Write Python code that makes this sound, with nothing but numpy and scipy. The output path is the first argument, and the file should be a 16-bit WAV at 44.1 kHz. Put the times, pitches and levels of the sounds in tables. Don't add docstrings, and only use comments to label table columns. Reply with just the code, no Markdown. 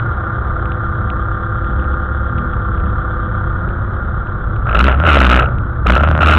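import sys
import numpy as np
from scipy import signal
from scipy.fft import rfft, irfft
from scipy.io import wavfile

SR = 44100
rng = np.random.default_rng(int(sys.argv[2]) if len(sys.argv) > 2 else 0)


def to_wav(s):
    ch = np.atleast_2d(s).T
    pcm = np.round(np.clip(ch, -1, 1) * 32767)
    wavfile.write(sys.argv[1], SR, pcm.astype(np.int16))


N = 281358
TIME = np.arange(N) / SR

# start t/s, length t/s, pressure wave level/dB, rasp level/dB
THROTTLE_BLIPS = [(4.652, 0.12, -14, -20), (4.736, 0.17, 5, -6.5), (4.949, 0.19, -9, -25),
                  (5.038, 0.37, 8.5, -3), (5.851, 0.11, 5.5, -5.5), (5.995, 0.04024, 2.5, -14.5),
                  (6.039, 0.14, -7.5, -23.5), (6.199, 0.22, 3, -3.5)]

CASE_HZ, CASE_WIDTH_HZ = 1351, 211


def gain_of(db):
    return 10 ** (np.asarray(db) / 20)


def evened(x):
    return x / np.sqrt(np.mean(x ** 2) + 1e-20)


def curves(rows):
    times, *columns = np.transpose(rows)
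    return [np.interp(TIME, times, column) for column in columns]


def noise(points):
    hz, db = np.transpose(points)
    bins_hz = np.fft.rfftfreq(N, 1 / SR)
    shape = gain_of(np.interp(np.log(bins_hz + 1), np.log(hz), db))
    return evened(irfft(rfft(rng.standard_normal(N)) * shape, N))


def wander(rate_hz):
    knots = rng.standard_normal(4096)
    fine = 8 * len(knots)
    smooth = signal.resample(knots, fine)
    return evened(np.interp(TIME * rate_hz * 8, np.arange(fine), smooth))


def resonate(x, hz, width_hz):
    return signal.lfilter(*signal.iirpeak(hz, hz / width_hz, fs=SR), x)


def gate(turns, place, sharpness):
    return np.exp(sharpness * (np.cos(2 * np.pi * (turns - place)) - 1))


def low_pass(x, hz, size):
    taps = signal.firwin(size, hz, window=("kaiser", 8), fs=SR)
    return signal.oaconvolve(x, taps, "same")


def held_back(x, ceiling):
    envelope = abs(signal.hilbert(x))
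    return x / (1 + (envelope / ceiling) ** 4) ** (1 / 4)


def rival(rough=0.21):
    # t/s, firing rate f/Hz, level/dB
    far_revs = [(1.5, 48, -47.5), (1.8, 50, -30), (2.15, 43, -37.5), (2.4, 39.5, -19.5), (2.55, 41, -29.5),
                (2.85, 36, -62)]
    firing_hz, level_db = curves(far_revs)
    turns = np.cumsum(firing_hz) / SR
    orders = 0
    for k in range(3, 7):
        flutter = 1 + rough * wander(12)
        orders = orders + flutter * np.sin(2 * np.pi * (k * turns + rng.random())) / k
    return gain_of(level_db) * evened(orders)


def ticks(level_db=12):
    # t/s, peak level before level_db is added/dB
    tick_list = [(0.7198, -28.5), (1.1022, -24), (1.6451, -38), (1.8172, -50), (1.8432, -38),
                 (2.381, -33.5), (2.5356, -38), (3.6899, -36), (4.2723, -39), (4.563, -36.5), (4.995, -34),
                 (5.585, -34)]
    impulses = np.zeros(N)
    for time, db in tick_list:
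        impulses[round(time * SR)] = gain_of(db)
    tick = resonate(impulses, hz=2600, width_hz=1300)
    return gain_of(level_db) * tick * impulses.max() / abs(tick).max()


def floor_pan(shaft):
    # t/s, amplitude level/dB
    pan_boom = [(0, -23.5), (1.6, -28), (1.82, -11.5), (2.45, -18), (2.9, -16), (4, -31)]
    phase = 4 * np.pi * shaft + 0.29 * wander(2)
    return gain_of(curves(pan_boom)[0]) * np.sin(phase)


def drivetrain(turns, firings, flutter=.12, lope=0.072, fizz_db=-28):
    # multiple of the shaft speed, relative level/dB
    whir_lines = [(6, -14.5), (10, -13), (12, -27.5), (15, -15.5), (15.5, -20), (18, -28.5), (23, -23.5),
                  (33, -19.5), (34, -35), (35, -35.5), (36, -9), (37, -15.5), (40, -27), (41, -9.5),
                  (42, -17), (43, -30), (44, -19.5), (46, -25), (47, -17.5), (50, -25.5), (54, -27),
                  (55, -32.5)]
    # t/s, whir level/dB, clatter level/dB
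    load = [(0, -29, -23.5), (1.3, -26, -27), (3.4, -26.5, -27), (3.7, -32, -26.5), (4.3, -30, -28),
            (5.65, -35, -28.5)]
    # f/Hz, relative level per Hz/dB
    clatter_colour = [(200, -8.5), (290, -15), (350, -3.5), (440, -12), (600, -10.5), (950, -11.5),
                      (1120, -6.5), (1220, 0), (1290, -5), (1400, 3), (1560, -8.5), (1750, -17),
                      (2000, -26.5), (2600, -42.5), (4000, -34)]
    whir_db, clatter_db = curves(load)

    whir = 0
    for k, db in whir_lines:
        amplitude = gain_of(db) * (1 + flutter * wander(14))
        whir = whir + amplitude * np.cos(2 * np.pi * k * turns + .4 * wander(9))

    hiss = resonate(rng.standard_normal(N), hz=3250, width_hz=500)
    fizz = resonate(hiss, hz=3420, width_hz=440)
    fizz = fizz * gate(turns / 4, place=0.092, sharpness=.4)

    throb = gate(turns, place=0, sharpness=.22)
    clatter = noise(clatter_colour) * throb * gate(firings / 2, 0, lope)

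    tones = evened(whir) + gain_of(fizz_db) * evened(fizz)
    return gain_of(whir_db) * tones + gain_of(clatter_db) * evened(clatter)


def idle(turns, shell_db=-1, rough=0.34, lag=1.678, stiffness=0.42):
    # t/s, level before the swell/dB
    lope_level = [(0, -16), (1.5, -16), (1.85, -16), (3.6, -13), (4.2, -15), (4.6, -12.5), (5.6, -9),
                  (5.72, -19), (5.86, -8.5)]
    # multiple of the firing rate, relative level/dB
    cylinders = [(.5, 1.5), (1, 3.5), (1.5, -6), (2, 0), (2.5, -10), (3, -19.5), (3.5, -13.5), (4, -20.5),
                 (5, -19.5)]
    # f/Hz, relative level per Hz/dB
    shell_colour = [(12, -26), (24, -7.5), (40, -2), (62, 4), (85, 0), (120, -2.5), (160, -20), (185, -13),
                    (240, -21.5), (290, -26.5), (600, -31.5), (1500, -72)]
    level_db = curves(lope_level)[0] + 1.25 * wander(5)

    boom = 0
    for k, db in cylinders:
        amplitude = gain_of(db) * (1 + rough * wander(14))
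        phase = 2 * np.pi * k * turns - lag * k * k + rough * wander(26)
        boom = boom + amplitude * np.sin(phase)

    rumble = evened(evened(boom) + gain_of(shell_db) * noise(shell_colour))
    return gain_of(level_db) * evened(held_back(rumble, 1 / stiffness))


def throttle(column, attack_s, edge_db, peak_at, release_s):
    overrun, overrun_s = gain_of(-6.5), 0.054
    total = np.zeros(N)
    for (start, length, *_), db in zip(THROTTLE_BLIPS, column):
        held = np.clip(TIME - start, 0, length)
        shut = np.maximum(TIME - start - length, 0)
        off_peak = np.interp(held / length, [0, peak_at, 1], [1, 0, 1])
        arch = gain_of(db - max(db - edge_db, 0) * off_peak ** 2)
        release = (1 - overrun) * np.exp(-shut / release_s) + overrun * np.exp(-shut / overrun_s)
        blip = np.minimum(held / attack_s, 1) * arch * release
        total = np.maximum(total, blip)
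    return total


def revs(turns, push, blast, shake, skew=0.12, uneven=0.22,
         crack_db=-11, hiss_db=-24, roar_db=-13, knock_db=-3):
    wave = np.sin(2 * np.pi * turns) - skew * np.cos(4 * np.pi * turns)
    wave = wave * (1 + 0.26 * wander(60))

    strong_weak = 1 + uneven * np.cos(np.pi * turns)
    gas = rng.standard_normal(N) * gate(turns, place=0.86, sharpness=0.77) * strong_weak
    knocks = np.diff(np.floor(turns - .76), prepend=-1) * strong_weak

    def through_case(x):
        once = resonate(x, CASE_HZ, CASE_WIDTH_HZ)
        return evened(resonate(once, CASE_HZ, CASE_WIDTH_HZ))

    ring = evened(through_case(gas) + gain_of(knock_db) * through_case(knocks))
    hiss = evened(resonate(gas, hz=1510, width_hz=9000))

    valves = np.diff(np.floor(turns - .6), prepend=-1) * (1 + 0.73 * wander(60))
    crack = resonate(valves, hz=1430, width_hz=366)
    crack = evened(resonate(crack, hz=579, width_hz=86))

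    panels = resonate(rng.standard_normal(N), hz=440, width_hz=290)
    roar = evened(resonate(panels, hz=665, width_hz=430))

    pressure = push * (wave + gain_of(crack_db) * crack)
    rasp = blast * (ring + gain_of(hiss_db) * hiss)
    return pressure + rasp + shake * gain_of(roar_db) * roar


def scene():
    # t/s, turning rate before drift f/Hz
    shaft_speed = [(0, 33.5), (.85, 33.4), (1.1, 33.3), (2.2, 33.8), (2.6, 33), (3.52, 33.4), (3.7, 35),
                   (4.6, 32.6)]
    # t/s, firing rate before jitter f/Hz
    firing_rate = [(0, 58), (1.15, 55), (1.45, 51), (3.6, 50.5), (4.3, 44.1), (4.77, 52.5), (4.87, 69),
                   (4.95, 62.8), (5.04, 85.6), (5.16, 68.5), (5.26, 62), (5.4, 62.1), (5.87, 56),
                   (5.96, 64.6), (6.08, 79), (6.24, 76), (6.38, 77.3)]
    drift = 1 + 0.001454 * wander(3) + 0.00071 * wander(25)
    shaft = np.cumsum(curves(shaft_speed)[0] * drift) / SR
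    jitter = 1 + 0.005026 * wander(40)
    turns = np.cumsum(curves(firing_rate)[0] * jitter) / SR

    _, _, wave_db, rasp_db = np.transpose(THROTTLE_BLIPS)
    push = throttle(wave_db, attack_s=0.024, edge_db=-5, peak_at=0.69, release_s=.02)
    blast = throttle(rasp_db, attack_s=0.017, edge_db=-10, peak_at=0.53, release_s=0.015)
    shake = throttle(rasp_db, attack_s=0.011, edge_db=-7.5, peak_at=0.53, release_s=0.082)

    lope = idle(turns) / (1 + push)
    bass = held_back(lope + floor_pan(shaft), gain_of(-5))
    background = rival() + ticks() + drivetrain(shaft, turns)
    return (background + bass + revs(turns, push, blast, shake))[None]


def record(dry, rail=0.54, leak=0.0083, coupling_hz=60, droop_hz=3600):
    band_hz, edge_hz = 4080, 16000
    full_scale, knee = .725, 30
    preamp = (1 - leak) * np.clip(dry[0], -rail, rail) + leak * dry[0]
    sagged = signal.lfilter(*signal.butter(1, coupling_hz, "high", fs=SR), preamp)
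    dulled = signal.lfilter(*signal.butter(4, droop_hz, fs=SR), sagged)
    narrow = low_pass(dulled, band_hz, size=201)
    clipped = narrow / (1 + abs(narrow / full_scale) ** knee) ** (1 / knee)
    body = low_pass(clipped, band_hz, size=301)
    crackle = clipped - body
    return low_pass(body + gain_of(-2) * crackle, edge_hz, size=511)[None]


dry = scene()
out = record(dry)
to_wav(out)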